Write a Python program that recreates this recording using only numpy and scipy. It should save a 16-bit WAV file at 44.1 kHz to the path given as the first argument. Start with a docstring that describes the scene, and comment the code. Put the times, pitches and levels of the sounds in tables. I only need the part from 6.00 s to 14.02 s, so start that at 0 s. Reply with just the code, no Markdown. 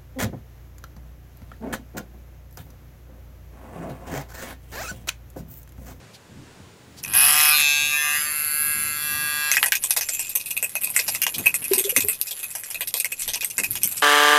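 """Distant traffic, hiss, a faint insect whine and a brush of skin are heard first; then a toy is switched on in a hand.
The toy is a small motor with an off-centre weight on wire legs: its shaft whines in harmonic orders of the speed,
and knocks twice a turn, exciting the casing and noisy rattle. Set down on concrete, the toy hops and its legs
excite the resonances of the frame, with a short diffuse echo. The hand holding a camera brushes and bumps it."""
import sys
import numpy as np
from scipy import signal
from scipy.fft import rfft, irfft, next_fast_len
from scipy.io import wavfile
from scipy.ndimage import uniform_filter1d, minimum_filter1d, map_coordinates

SR = 44100
rng = np.random.default_rng(int(sys.argv[2]) if len(sys.argv) > 2 else 0)


def transcribe(signal):
    """Save signal, clipped to [-1, 1], as a 16-bit WAV file at the path in sys.argv[1]."""
    frames = np.atleast_2d(signal).T
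    limited = np.clip(frames, -1, 1)
    pcm = np.round(limited * 32767).astype(np.int16)
    wavfile.write(sys.argv[1], SR, pcm)


N = 353682
T = np.arange(N) / SR

# Shaft speed the load allows, before run-up and hops: [t/s, f/Hz]
LOAD_SPEED = [(1.03, 152.5), (1.36, 152.3), (1.5, 150.8), (1.68, 145.7), (1.83, 147.6), (2.05, 148.5),
              (2.11, 147.7), (2.26, 149.9), (2.41, 149), (3.5, 148.7)]
# Motor in the hand: [t/s, whine level/dB before a common trim, rattle level/dB]
HELD_LEVELS = [(1.03, -62, -24), (1.07, -37, -35), (1.132, -30, -26), (1.15, -18.5, -14.5),
               (1.24, -14.5, -11.5), (1.34, -15, -15.5), (1.5, -14, -13), (1.54, -11.5, -16.5),
               (1.6, -13.5, -18.5), (1.65, -13.5, -26.5), (1.86, -17.5, -25.5), (1.99, -19.5, -23.5),
               (2.11, -17.5, -24.5), (2.15, -17, -21), (2.29, -23.5, -24), (2.38, -28, -22.5),
               (2.65, -25.5, -19.5), (3.03, -25.5, -24.5), (3.35, -23, -23.5), (3.5, -19.5, -25),
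               (3.53, -26, -18)]
# Noisy buzz in the hand: [t/s, level/dB]
HELD_BUZZ = [(1.03, -55), (1.132, -42), (1.15, -28), (1.24, -25), (1.5, -24), (1.54, -33), (1.6, -26),
             (1.65, -37), (1.86, -41), (2.13, -35), (2.3, -41), (3.53, -42)]
# Rattle between hops, as the toy wanders and spins: [t/s, level/dB]
LOOSE_RATTLE = [(3.55, -27.5), (3.75, -46), (3.9, -34), (4.2, -41), (4.85, -42), (4.96, -31), (5.3, -39.5),
                (5.9, -34.5), (6.03, -33), (6.3, -42.5), (6.8, -43), (7.4, -41), (8.02, -36.5)]
# Play of the shaft: [t/s, second knock after this share of a turn, looseness 0-1]
SHAFT_PLAY = [(1.1, .5, .55), (1.5, .47, .5), (1.53, .25, .15), (1.575, .25, .15), (1.6, .3, .4),
              (1.64, .2, .1), (2.05, .2, .12), (2.15, .35, .3), (2.25, .21, .16), (2.5, .21, .13),
              (3.5, .21, .14), (3.56, .4, .65)]
# Shaft orders for each side the toy shows, in turn: [multiple of shaft speed, relative level/dB]
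FACING_ORDERS = [(1, -27), (2, -34), (3, -22), (4, -22), (5, -5), (6, -8.5), (7, -3.5), (8, -4), (9, -4),
                 (10, -4.5), (11, 3.5), (12, -10), (13, 2.5), (14, -29), (15, -24), (16, -3), (17, 11),
                 (18, -4), (19, 2), (20, -5), (21, -7), (22, -3), (23, -5), (24, -27), (25, -16), (26, -9),
                 (27, -12), (28, -7), (29, -23), (30, -28), (31, -11), (32, -4), (33, -6), (34, -16),
                 (35, -1.5), (36, -4.5), (37, -9), (38, -14), (39, -17), (40, -15)]
TILTED_ORDERS = [(1, -30), (2, -38), (3, -36), (4, -37), (5, -28.5), (6, -24), (7, -32), (8, -21), (9, -55),
                 (10, -27), (11, -12), (12, -34), (13, -21), (14, -21.5), (15, -17), (16, -10), (17, -3.5),
                 (18, -0.5), (19, -15), (20, -24), (21, -36), (22, -16), (23, -15.5), (24, -9.5), (25, -11),
                 (26, -9.5), (27, -18), (28, -16), (29, -17), (30, -21), (31, -17), (32, -21), (33, -30),
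                 (34, -21), (35, -31), (36, -29), (37, -19), (38, -47), (39, -38), (40, -28), (41, -39),
                 (42, -29), (43, -13.5), (44, -17), (45, -26), (46, -16), (47, -25), (48, -37), (49, -14.5),
                 (50, -45), (51, -32), (52, -21)]
ROLLED_ORDERS = [(1, -24), (2, -33), (3, -31), (4, -23.5), (5, -6.5), (6, -43), (7, -7), (8, 3.5), (9, -8),
                 (10, -13), (11, 6), (12, 5), (13, -1.5), (14, 3), (15, -38), (16, -25), (17, 7), (18, 9),
                 (19, 1), (20, -33), (21, -18), (22, -28), (23, -1.5), (24, -7), (25, -15), (26, -12),
                 (27, -4.5), (28, -21), (29, -41), (30, -22), (31, -12.5), (32, -23), (33, -23), (34, -15),
                 (35, -4), (36, -8), (37, -22), (38, -26), (39, -40), (40, -16), (41, -30), (42, -2.5),
                 (43, -9), (44, -32), (45, -33), (46, -6), (47, -28), (48, -30), (49, -6), (50, -28),
                 (51, -32), (52, -38)]
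UPRIGHT_ORDERS = [(1, -15), (2, -23), (3, -26), (4, -18), (5, -47), (6, -21), (7, -11), (8, -7), (9, 3.5),
                  (10, 0.5), (11, 8.5), (12, -5), (13, -5), (14, 5.5), (15, 1.5), (16, -2), (17, 1),
                  (18, 7), (19, -29), (20, -6), (21, -40), (22, -26), (23, -7.5), (24, -45), (25, -55),
                  (26, -21), (27, -3), (28, -5), (29, -6), (30, 2), (31, -25), (32, -7), (33, -4),
                  (34, -20), (35, -16), (36, -52), (37, -24), (38, -29), (39, -32), (40, -24), (41, -30),
                  (42, -19), (43, -7.5), (44, -41), (45, -25), (46, -20), (47, -18), (48, -20), (49, 5),
                  (50, -8), (51, -31), (52, -35)]
LOWERED_ORDERS = [(1, -23), (2, -26), (3, -30), (4, -24), (5, -22.5), (6, -17), (7, -15), (8, -3.5),
                  (9, -13.5), (10, -7), (11, 4.5), (12, -10), (13, -3.5), (14, -14), (15, -19), (16, -4),
                  (17, -10), (18, 3.5), (19, -14), (20, -28), (21, -15), (22, -14), (23, -2), (24, -19),
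                  (25, -16), (26, -13), (27, -9), (28, -14), (29, -21), (30, -3), (31, -31), (32, -15),
                  (33, -9), (34, -30), (35, -15), (36, -34), (37, -14), (38, -28), (39, -11), (40, -30),
                  (41, -39), (42, -15), (43, -35), (44, -29), (45, -33), (46, -34), (47, -57), (48, -12),
                  (49, -6), (50, -62), (51, -44), (52, -18)]
# The hand turns the toy to its next side: [start t/s, end t/s]
HAND_TURNS = [(1.5, 1.595), (1.86, 2.05), (2.08, 2.367), (2.9, 3.06)]
# Spectra of the end-cap rattle and the casing buzz: [f/Hz, relative level/dB per Hz]
RATTLE_SPECTRUM = [(3500, -110), (6500, -49), (8000, -39), (8550, -77), (9040, -9.5), (9800, -15),
                   (10700, -1.5), (11300, -1), (12000, -6), (13200, -12), (14800, -24), (16000, -11)]
CASING_SPECTRUM = [(260, -56), (450, -24), (672, -15), (734, -7.5), (821, -16.5), (1020, -10.5),
                   (1110, -9.5), (1310, -7), (1850, -3), (2080, -0.5), (2470, -2.5), (3840, -5.5),
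                   (9000, -8), (11700, -60), (19800, -120)]
# Resonances of the toy, from body to wire tips: [f/Hz, width/Hz, level/dB]
FRAME_MODES = [(519, 81, -4.5), (710, 203, -7), (1030, 150, -7), (1470, 95, -9), (1930, 454, -3.5),
               (2150, 230, 2), (2454, 570, -4.5), (2540, 95, 6.5), (2796, 49, -2.5), (3450, 580, 8.5),
               (4286, 51, 6), (4490, 107, 3), (5230, 1470, 8), (6150, 360, 12), (6650, 56, 14),
               (7300, 97, 10.5), (8545, 137, -3), (8175, 770, -6.5), (9800, 550, -8.5), (11050, 650, -3.5),
               (11540, 1440, -2), (13020, 140, -3.5), (13660, 730, -17.5)]
# Number of those modes in each of [body, bracket, casing, wires, tips]
MODES_PER_PART = [3, 3, 3, 7, 7]
# How readily each part rings: level/dB of [body, bracket, casing, wires, tips]
PART_RESPONSE_DB = [24, 19.5, 18, 0, 3.5]
# Skid drive of each part against the tick's: level/dB of [body, bracket, casing, wires, tips]
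SKID_RESPONSE_DB = [0, -7.5, 1.5, 2, -1]
# Legs land: [t/s, drive level/dB, then relative level/dB of body, bracket, casing, wires, and of the skid]
LANDINGS = [(3.5688, -7.5, -22.5, -5, -8, -11, -12), (3.6124, -21, -18, -17, -24, -19, -12),
            (3.6291, -1, -20, -6, -22, -20, -13), (3.6595, -1, -27, -17, -20.5, -19, -9.5),
            (3.7213, 0, -33, -10, -14, -21.5, -17.5), (3.7531, -6.5, -33, -20, -12.5, -9, -14),
            (3.8234, -20, -42, -33, -25, -23, 0), (3.8384, -5.5, -30, -28, -28, -15, -8),
            (3.907, -1.5, -26.5, -20, -19, -15.5, -12.5), (3.9648, -4, -33, -14, -25, -19.5, -5.5),
            (3.974, -10.5, -23, -22, -35, -13.5, -12), (4.01, -11, -32, -16, -20, -13, -7.5),
            (4.0881, -9.5, -26.5, -19, -32, -14, -6), (4.134, -11, -49, -37, -28, -21, -7.5),
            (4.1942, -6.5, -40, -38, -21, -20.5, -7.5), (4.2417, -23.5, -38, -27, -19, -26, -6),
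            (4.2696, -20, -31, -28, -25, -14, -18), (4.2938, -14, -51, -33, -22, -26, -9),
            (4.3173, -24, -34, -19, -19, -12, -17), (4.353, -7.5, -34.5, -34, -20, -18, -5),
            (4.398, -13, -43, -38, -18.5, -22, -6.5), (4.4596, -13, -49, -40, -21.5, -22.5, -7.5),
            (4.5064, -9.5, -36, -38, -20, -20, -4.5), (4.5672, -14.5, -30, -28, -18, -18.5, -6.5),
            (4.6268, -3.5, -30, -23, -17.5, -32, -9), (4.6608, -12, -38, -32, -34, -37, -14),
            (4.6943, -15, -51, -25, -30, -23, -13), (4.7538, -8.5, -25, -15.5, -17, -21, -10.5),
            (4.8137, -20, -35, -27, -18, -33, -6), (4.8354, -13, -37, -23, -24.5, -14, -5.5),
            (4.8724, -12.5, -25, -30, -18, -20, -11), (4.9028, -10, -30, -38, -36, -34, -15),
            (4.9396, -30, -37, -12, -19, -15, -2), (4.9636, -2, -25, -6.5, -22, -23.5, -12),
            (4.9913, -9, -23, -14, -14, -15.5, -6.5), (5.0664, -24, -47, -29, -14, -10, -10),
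            (5.0797, -5, -26.5, -24, -25, -18.5, -5), (5.149, -7, -28, -20, -20, -16.5, -9),
            (5.2182, -6, -39, -33, -17, -11.5, -7), (5.2664, 1, -18, -15.5, -13.5, -13.5, -14),
            (5.3412, -17.5, -38, -33, -23, -12, -1), (5.3825, -10.5, -27, -26, -17, -17, -8.5),
            (5.4414, -25, -29, -4, -17, -27, -3.5), (5.4587, -7.5, -27, -18, -10, -24, -5.5),
            (5.542, -4.5, -34, -27, -24, -26.5, -6), (5.619, -20.5, -40, -31, -10, -33, -5.5),
            (5.6416, -11.5, -35, -23, -16.5, -22, -0.5), (5.7137, -15.5, -22, -19, -12.5, -40, -6.5),
            (5.7349, 4, -34, -22, -22, -24, -11.5), (5.7808, -4.5, -39, -23.5, -23.5, -20, -3),
            (5.8407, -10, -42, -22, -33, -15, -6), (5.894, -9.5, -34, -21, -21.5, -19, -2),
            (5.9636, -0.5, -33, -13, -13, -18, -5.5), (6.0052, -6.5, -31, -30, -21, -15.5, -5.5),
            (6.048, -8, -35, -29, -28, -33, -19), (6.0852, 1.5, -37, -20.5, -24.5, -41, -13.5),
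            (6.13, -13.5, -50, -35, -24.5, -18, -6.5), (6.214, -5, -53, -40, -28.5, -12, -17.5),
            (6.27, -17.5, -39, -26, -23, -17, -3), (6.3094, -15, -26, -25, -28, -12, -6),
            (6.392, -17.5, -35, -25, -20, -22, -8.5), (6.431, -17, -34, -22, -19, -18, -6),
            (6.5051, -16.5, -47, -29, -28, -26, -6.5), (6.5518, -9.5, -30.5, -30, -23, -23, -7.5),
            (6.5909, -19, -43, -34, -37, -37, -6), (6.6356, -17.5, -51, -24, -24, -18, -12),
            (6.7032, -13.5, -37, -37, -21, -19, -4.5), (6.7451, -13, -24, -18, -9.5, -16.5, -12),
            (6.808, -10.5, -27, -15.5, -14.5, -19, -6), (6.8742, -13.5, -55, -22, -31, -19, -5),
            (6.9407, -2.5, -25, -28, -26, -19, -12), (6.9685, -16, -38, -22, -27, -16, -5.5),
            (7.0, -2, -43, -45, -20, -22, -8.5), (7.0456, -4.5, -31, -7, -12.5, -22, -10),
            (7.1194, -11.5, -35, -40, -14, -21, -7.5), (7.1953, -17.5, -47, -31, -26, -30, -2),
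            (7.221, -6.5, -43, -37, -32, -18, -10.5), (7.2781, -10, -28, -10, -22, -14, -7),
            (7.3348, -10, -30, -20, -16, -8.5, -6.5), (7.357, -4.5, -25.5, -16, -21, -26, -13),
            (7.4086, -14.5, -50, -17, -16, -15, -6), (7.4258, -14, -21, -9, -9, -16, -9.5),
            (7.4462, 0, -38, -32, -51, -26, -11.5), (7.501, -17, -47, -30, -16, -14.5, -3.5),
            (7.581, -1.5, -27, -12, -23.5, -22.5, -8), (7.6358, -7.5, -35, -18, -17, -17, -7.5),
            (7.709, -21, -36, -16, -28, -26, -7), (7.7294, -23, -37, -17, -23, -15, -7),
            (7.7547, -9.5, -24.5, -34, -21, -14, -10.5), (7.8176, -21, -45, -27, -20, -13, -8),
            (7.8334, -1, -57, -33, -26, -18.5, -9), (7.875, -6.5, -52, -32, -30, -25, -14),
            (7.9142, -12.5, -34, -31, -32, -23, -8), (7.9698, -12.5, -49, -40, -27, -25, -4)]
# The slide switch snaps and the shaft kicks: [t/s, drive level/dB]
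SWITCH_SNAPS = [(1.0377, -14.5), (1.048, -20), (1.0608, -22), (1.0804, -21), (1.1372, -12.5)]
# Skin brushes the toy (high f) or the camera (low f): [t/s, level/dB, Gaussian 1/e half-length/s, f/Hz]
SKIN_RUBS = [(0.151, -46.5, 0.017, 4130), (0.99, -43, 0.018, 4870), (5.397, -34, 0.033, 170),
             (5.62, -43, 0.0084, 180), (5.754, -38, 0.016, 200), (5.982, -30, 0.013, 248),
             (6.048, -40, 0.029, 107), (7.608, -38, 0.023, 220), (7.856, -39.5, 0.011, 168)]
# The hand bumps the camera: [t/s, level/dB before a common gain, f/Hz, t60/s, rise/s]
CAMERA_BUMPS = [(5.712, -6, 387.4, 0.06, 0.0087), (5.774, -18, 381, 0.073, 0.0098),
                (5.806, -18, 388, 0.023, 0.0042), (5.846, -8.5, 400, 0.088, 0.046),
                (5.875, -24, 540, 0.036, 0.0072), (5.924, -23.5, 493, 0.039, 0.0053),
                (5.965, -21.5, 510, 0.034, 0.0044), (6.04, -24.5, 411, 0.11, 0.015),
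                (6.088, -25.5, 430, 0.045, 0.011)]
# Background noise spectrum, before its bands are levelled: [f/Hz, relative level/dB per Hz]
YARD_SPECTRUM = [(12, -46), (20, 5), (27, -17), (65, -4), (101, 2), (222, -4.5), (399, -9.5), (590, -12.5),
                 (780, -15), (1000, -14.5), (1290, -18), (1440, -16.5), (8410, -27), (16000, -45)]
# Traffic rumble, before a common trim and lumps; the level, and the hiss with it, drops after 6.1 s: [t/s,
# level/dB]
RUMBLE_LEVEL = [(0, -46.5), (1.07, -48.5), (1.2, -50), (2.65, -47.5), (2.86, -46.5), (3.1, -47.5),
                (4.5, -55), (4.85, -50.5), (5.9, -48), (6.2, -57.5), (7.4, -56.5), (7.75, -49), (8.02, -54)]
# Insect tones, before a common trim and drift: [f/Hz, level/dB]
INSECT_TONES = [(7014, -68), (7644, -80), (8436, -80), (9954, -90), (10745, -72), (11466, -73),
                (12258, -73)]

SWITCH_ON_S, SET_DOWN_S = HELD_LEVELS[0][0], HELD_LEVELS[-1][0]
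RUN_UP_FROM_S, RUN_UP_S = 1.007, .085  # start and time constant of the exponential run-up
HOP_BUZZ_DB, HOP_RING_DB = -13.5, -14  # mean levels against the rattle between hops
CHATTER_DB = -59  # mean level
SKID_T60_S, SKID_RISE_S = 0.064, 0.0019  # typical drag of a leg; time constant of its onset
DRUM_S, DRUM_DB = 0.0079, -3.5  # mean gap of further taps by a leg; their mean level against its skid
# first touch: the legs drum on the floor while the hand still holds the toy
TOUCH_S, TOUCH_GAP_S = 3.5158, .0075  # first tap, time between taps
TOUCH_DB, TOUCH_FADE_DB = -5, 1.5  # first drive level, loss per tap
TOUCH_PARTS_DB = (-33, -12, -10, -10)  # relative ring of body, bracket, casing, wires
AIR_STILL_DB, AIR_MOVING_DB = -72, -64.5  # mean air level before and after the camera follows the toy
HISS_DB = -54  # mean level
TOP_HZ = 15550


def motor():
    """Forced vibration: the turning shaft whines, and its knocks excite casing buzz, ringing and bright rattle."""
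    speed, = curves(LOAD_SPEED)
    hopping, running = T > SET_DOWN_S, T > SWITCH_ON_S
    speed = speed * (1 - np.exp(-np.maximum(T - RUN_UP_FROM_S, 0) / RUN_UP_S))
    speed = speed * (1 + .03 * hopping * wobble(20))  # hops load the shaft unevenly
    turn = np.cumsum(speed * running + 1e-6) / SR  # turns so far, always rising

    whine_db, held_rattle_db = curves(HELD_LEVELS)
    rattle_db = np.where(hopping, curves(LOOSE_RATTLE)[0], held_rattle_db)
    hop_buzz_db = rattle_db + HOP_BUZZ_DB + 3 * wobble(4.5)
    buzz_db = np.where(hopping, hop_buzz_db, curves(HELD_BUZZ)[0])
    ring_db = rattle_db + HOP_RING_DB + 6 * wobble(4.9)  # comes and goes as the toy spins

    lag, loose = np.clip(curves(SHAFT_PLAY), .02, .98)
    beat = knocks(turn, lag, loose, jitter_s=.0009, scatter_db=5.5, second_db=-3)

    def knock_gate(length_s):
        """Smoothing: convolution spreads each knock into a short envelope for noise."""
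        return unit(signal.fftconvolve(beat, np.hanning(round(length_s * SR)))[:N])

    buzz_noise = (knock_gate(.0025) + .2) * rng.standard_normal(N)
    buzz = patchy(filtered(buzz_noise, colour(CASING_SPECTRUM)), depth_db=3)
    ring_drive = unit(beat) + .5 * rng.standard_normal(N)
    ring_modes = modes([FRAME_MODES[7], FRAME_MODES[15]])  # one casing mode, one wire mode
    ring = hopping * amp(ring_db) * unit(filtered(ring_drive, ring_modes))

    # each knock rings the end cap briefly, with friction noise around it
    ping = unit(filtered(beat, colour(RATTLE_SPECTRUM)))
    friction = (knock_gate(.0013) + .8 + .4 * hopping) * rng.standard_normal(N)
    fizz = unit(filtered(friction, colour(RATTLE_SPECTRUM)))
    rattle = patchy(.85 * (1 - loose) * ping + (.45 + loose) * fizz, depth_db=2.5)

    flutter = amp(hopping * 3 * wobble(30))
    noisy = amp(buzz_db) * buzz + ring + amp(rattle_db) * rattle
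    return amp(whine_db - 5.5) * whine(turn, speed, loose) + running * flutter * noisy


def whine(turn, speed, loose):
    """Harmonic orders: multiples of shaft speed drift as the grip shifts, and flutter most while the toy turns."""
    span = slice(round(SWITCH_ON_S * SR), round(SET_DOWN_S * SR), 32)  # gains move slowly: every 32nd sample
    full = slice(span.start, span.stop)
    a, b, c, d = [np.interp(T[span], turning, [0, 1]) for turning in HAND_TURNS]
    # share of each side, its ringing, and the slide of orders along it:
    # during the run-up the orders slide through resonances that stay in place
    sides = [(1 - a, ringing(FACING_ORDERS), speed[span] / 150),
             (a - b, ringing(TILTED_ORDERS), 1),
             (b - c, ringing(ROLLED_ORDERS), 1),
             (c - d, ringing(UPRIGHT_ORDERS), 1),
             (d, ringing(LOWERED_ORDERS), 1)]
    moving = 4 * (a * (1 - a) + b * (1 - b) + c * (1 - c))  # peaks at 1 halfway through the first three turns
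    shake = turn + 0.013 * loose * wobble(140)  # a loose shaft arrives early or late, blurring the high orders
    out = np.zeros(N)
    for k in range(4, len(UPRIGHT_ORDERS) + 1):  # the lowest three orders stay silent
        gain = sum(share * np.interp(k * slide, *side) for share, side, slide in sides)
        knots = rng.standard_normal((3, 80))
        drift, slip, flutter = [map_coordinates(row, [T[span] * rate], order=2)
                                for row, rate in zip(knots, (6, 4, 18))]
        drift_db = (1.2 + .04 * k) * drift + (1.2 + 4 * moving) * flutter
        gain = gain * amp(drift_db) * np.exp(.4j * slip)
        out[full] += np.real(np.interp(T[full], T[span], gain) * np.exp(2j * np.pi * k * shake[full]))
    return out


def ringing(orders):
    """Causality: the gain of each order fixes its minimum phase, so a knock comes first and its ring after."""
    k, db = np.transpose(orders[3:])
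    grid = np.arange(1025) / 8  # orders, laid out at a nominal 100 Hz each
    points = list(zip(100 * k, db)) + [(100 * k[-1] + 300, -70)]
    gain = colour(points)(100 * grid)
    return grid, gain / np.sqrt(np.sum(amp(db) ** 2) / 2)


def knocks(turn, lag, loose, jitter_s, scatter_db, second_db):
    """Periodic impact: two knocks a turn, whose time and strength scatter with the looseness."""
    whole = np.arange(1, int(turn[-1]))
    first = np.interp(whole, turn, np.arange(N))
    at = first.astype(int)
    second = np.interp(whole + lag[at], turn, np.arange(N))
    chance = loose[at, None] * rng.standard_normal((1500, 4))[:len(at)]
    jitter = jitter_s * SR * loose[at]  # samples
    first_knocks = pulses(first + jitter * chance[:, 0], amp(scatter_db * chance[:, 1]))
    second_knocks = pulses(second + jitter * chance[:, 2], amp(second_db + scatter_db * chance[:, 3]))
    return first_knocks + second_knocks


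def legs():
    """Modal excitation: each tick and noisy skid rings every mode of the frame at a new strength."""
    drive = np.zeros((len(FRAME_MODES), N + SR // 4))
    t = np.arange(SR // 12) / SR
    snaps = [(s, db, -22, -14, -12, -14, -14, .012) for s, db in SWITCH_SNAPS]
    drum = [(TOUCH_S + k * TOUCH_GAP_S, TOUCH_DB - TOUCH_FADE_DB * k, *TOUCH_PARTS_DB, -20, .03)
            for k in range(7)]
    landings = [(*row, SKID_T60_S) for row in LANDINGS]
    reach = amp(np.repeat(SKID_RESPONSE_DB, MODES_PER_PART))[:, None]
    for s, db, *ring_db, skid_db, t60 in snaps + drum + landings:
        hold = rng.standard_normal()
        noise = rng.standard_normal(len(t))
        unevenness = rng.standard_normal(len(t) // 32 + 1).repeat(32)[:len(t)]
        grit = noise * amp(5 * unevenness - 3)
        touching = amp(-60 * (t / (t60 * amp(1.2 * hold))) ** 1.9)  # holds, then stops as the leg lifts
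        skid = amp(skid_db) * touching * grit * (1 - np.exp(-t / SKID_RISE_S))
        tick = 1.7 * amp(-60 * t / .004) * rng.choice([-1, 1], len(t))
        # a leg still on the floor is tapped four more times
        for k, (late, size) in enumerate(rng.standard_normal((4, 2)), 1):
            at = round((k + 0.11 * late) * DRUM_S * SR)
            skid[at:] += amp(DRUM_DB + skid_db + 1.7 * size) * np.sqrt(touching[at]) * tick[:-at]
        parts_db = np.repeat(np.add(PART_RESPONSE_DB, [*ring_db, 0]), MODES_PER_PART)
        strength = amp(db + parts_db + rng.normal(0, 4.06, len(FRAME_MODES)))[:, None]
        start = round(s * SR)
        drive[:, start:start + len(t)] += strength * (reach * skid + tick)
    return sum((-1) ** k * filtered(row[:N], modes([mode]))
               for k, (row, mode) in enumerate(zip(drive, FRAME_MODES)))


def chatter(level_db):
    """Random impact: small irregular ticks of the wire tips excite the upper modes between the landings."""
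    at, size, tone = rng.random((3, 520))
    at = (SET_DOWN_S + at * (T[-1] - SET_DOWN_S)) * SR
    groups = (FRAME_MODES[6:11], FRAME_MODES[11:16], FRAME_MODES[16:])
    rung = 0
    for k, group in enumerate(groups):
        share = np.abs(np.cos(np.pi * (tone + k / 3)))  # each tick favours other modes
        ticks = pulses(at, amp(-4 * np.log(size)) * share)
        rung = rung + filtered(ticks, modes(group))
    return amp(level_db) * unit(rung)


def walls(x):
    """Diffuse reflection: floor and walls answer with a short, exponentially decaying tail of noise."""
    t = np.arange(SR // 4) / SR
    tail = rng.standard_normal(len(t)) * amp(-60 * t / 0.036) * (t > .002)
    return signal.fftconvolve(x, tail / np.linalg.norm(tail))[:N]


def skin():
    """Sliding friction: skin brushes the toy or the camera in soft puffs of band-passed noise."""
    out = np.zeros(N)
    for s, db, length, hz in SKIN_RUBS:
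        puff = unit(filtered(rng.standard_normal(N), modes([(hz, 0.55 * hz, 0)])))
        out += amp(db) * np.exp(-((T - s) / length) ** 2) * puff
    return out


def bumps():
    """Damped oscillation: the camera body rings low when the hand shifts."""
    out, t = np.zeros(N + SR), np.arange(SR // 4) / SR
    for s, db, hz, t60, rise in CAMERA_BUMPS:
        decay = amp(db + 6 - 60 * t / max(t60, .01))
        onset = 1 - np.exp(-t / max(rise, .001))
        out[round(s * SR):][:len(t)] += decay * onset * np.sin(2 * np.pi * hz * t)
    return out[:N]


def yard():
    """Superposition: lumpy traffic rumble, air stirring on the microphone, smooth hiss and thin insect tones."""
    noise = filtered(rng.standard_normal(N), colour(YARD_SPECTRUM))
    air, rumble, hiss = [unit(filtered(noise, lambda hz: (hz >= lo) & (hz < hi)))
                         for lo, hi in ((0, 52), (52, 380), (380, SR))]
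    rumble_db, = curves(RUMBLE_LEVEL)
    air_db = np.where(T > SET_DOWN_S, AIR_MOVING_DB, AIR_STILL_DB) + 4 * wobble(4)
    insects = sum(amp(db - 2 + 2 * wobble(8)) * np.sin(2 * np.pi * hz * T + .6 * wobble(23))
                  for hz, db in INSECT_TONES)
    hiss_db = HISS_DB + .5 * (rumble_db - rumble_db.mean()) + 0.93 * wobble(3.92)
    lumps_db = 2.5 * wobble(4) + 2.5 * wobble(10)
    low = amp(rumble_db - 2.5 + lumps_db) * rumble + amp(air_db + lumps_db) * air
    return low + amp(hiss_db) * hiss + insects


def amp(db):
    """Level to amplitude: 20 dB is a factor of ten."""
    return 10 ** (np.asarray(db) / 20)


def unit(x):
    """Normalisation: x at rms 1."""
    return x / np.sqrt(np.mean(x ** 2) + 1e-20)


def curves(rows):
    """Linear interpolation: one value per sample for each column after the time."""
    s, *cols = np.transpose(rows)
    return [np.interp(T, s, c) for c in cols]


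def wobble(rate):
    """Slow random modulation: a smooth curve through rate random knots a second."""
    return map_coordinates(rng.standard_normal(int(N * rate / SR) + 4), [T * rate])


def filtered(x, response):
    """Linear filtering: the spectrum of x times a complex response of frequency."""
    m = next_fast_len(x.shape[-1] + 8192)
    return irfft(rfft(x, m) * response(np.fft.rfftfreq(m, 1 / SR)), m)[..., :x.shape[-1]]


def colour(points):
    """Minimum phase: folding the cepstrum makes a causal response with the gain of (f/Hz, level/dB) points."""
    def response(hz):
        f, v = np.transpose(points)
        db = np.interp(np.log(hz + 1), np.log(f + 1), v)
        cep = irfft(np.log(np.maximum(amp(db), 1e-4)))
        half = len(cep) // 2
        cep[1:half] *= 2
        cep[half + 1:] = 0
        return np.exp(rfft(cep, 2 * len(hz) - 2))
    return response


def modes(rows):
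    """Modal sum: causal response of (f/Hz, width/Hz, level/dB) resonances with alternating sign."""
    return lambda f: sum((-1) ** k * amp(db) * 1j * f * w / (c * c - f * f + 1j * f * w)
                         for k, (c, w, db) in enumerate(rows))


def pulses(at, size):
    """Band-limited impulses: windowed sincs at fractional sample positions."""
    k = np.floor(at)[:, None] + np.arange(-7, 9)
    d = k - at[:, None]
    taps = size[:, None] * np.sinc(d) * np.cos(np.pi * d / 16) ** 2
    return np.bincount(np.clip(k, 0, N).astype(int).ravel(), taps.ravel(), N + 1)[:N]


def patchy(x, depth_db):
    """Spectral modulation: a smoothed random field makes x louder and softer over pitch and time."""
    z = signal.stft(x, nperseg=256)[2]
    field = uniform_filter1d(rng.standard_normal(z.shape), 4, 0)  # over frequency
    field = uniform_filter1d(field, 40, 1)  # over time
    return unit(signal.istft(z * amp(depth_db * unit(field)), nperseg=256)[1][:N])


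def scene():
    """Superposition: toy, echo of its legs, hands and background add linearly."""
    feet = legs() + chatter(CHATTER_DB + 3 * wobble(16))
    toy = motor() + feet + amp(-14) * walls(feet)
    return (toy + skin() + bumps() + yard())[None]


def record(dry):
    """Gain limiting and band limiting: a fast limiter lowers the peaks, then a low-pass removes the top."""
    need = np.minimum(1, .98 / (np.abs(dry) + 1e-9))
    gain = uniform_filter1d(minimum_filter1d(need, size=129), size=64)
    return filtered(dry * gain, lambda hz: hz < TOP_HZ)


dry = scene()
out = record(dry)
transcribe(out)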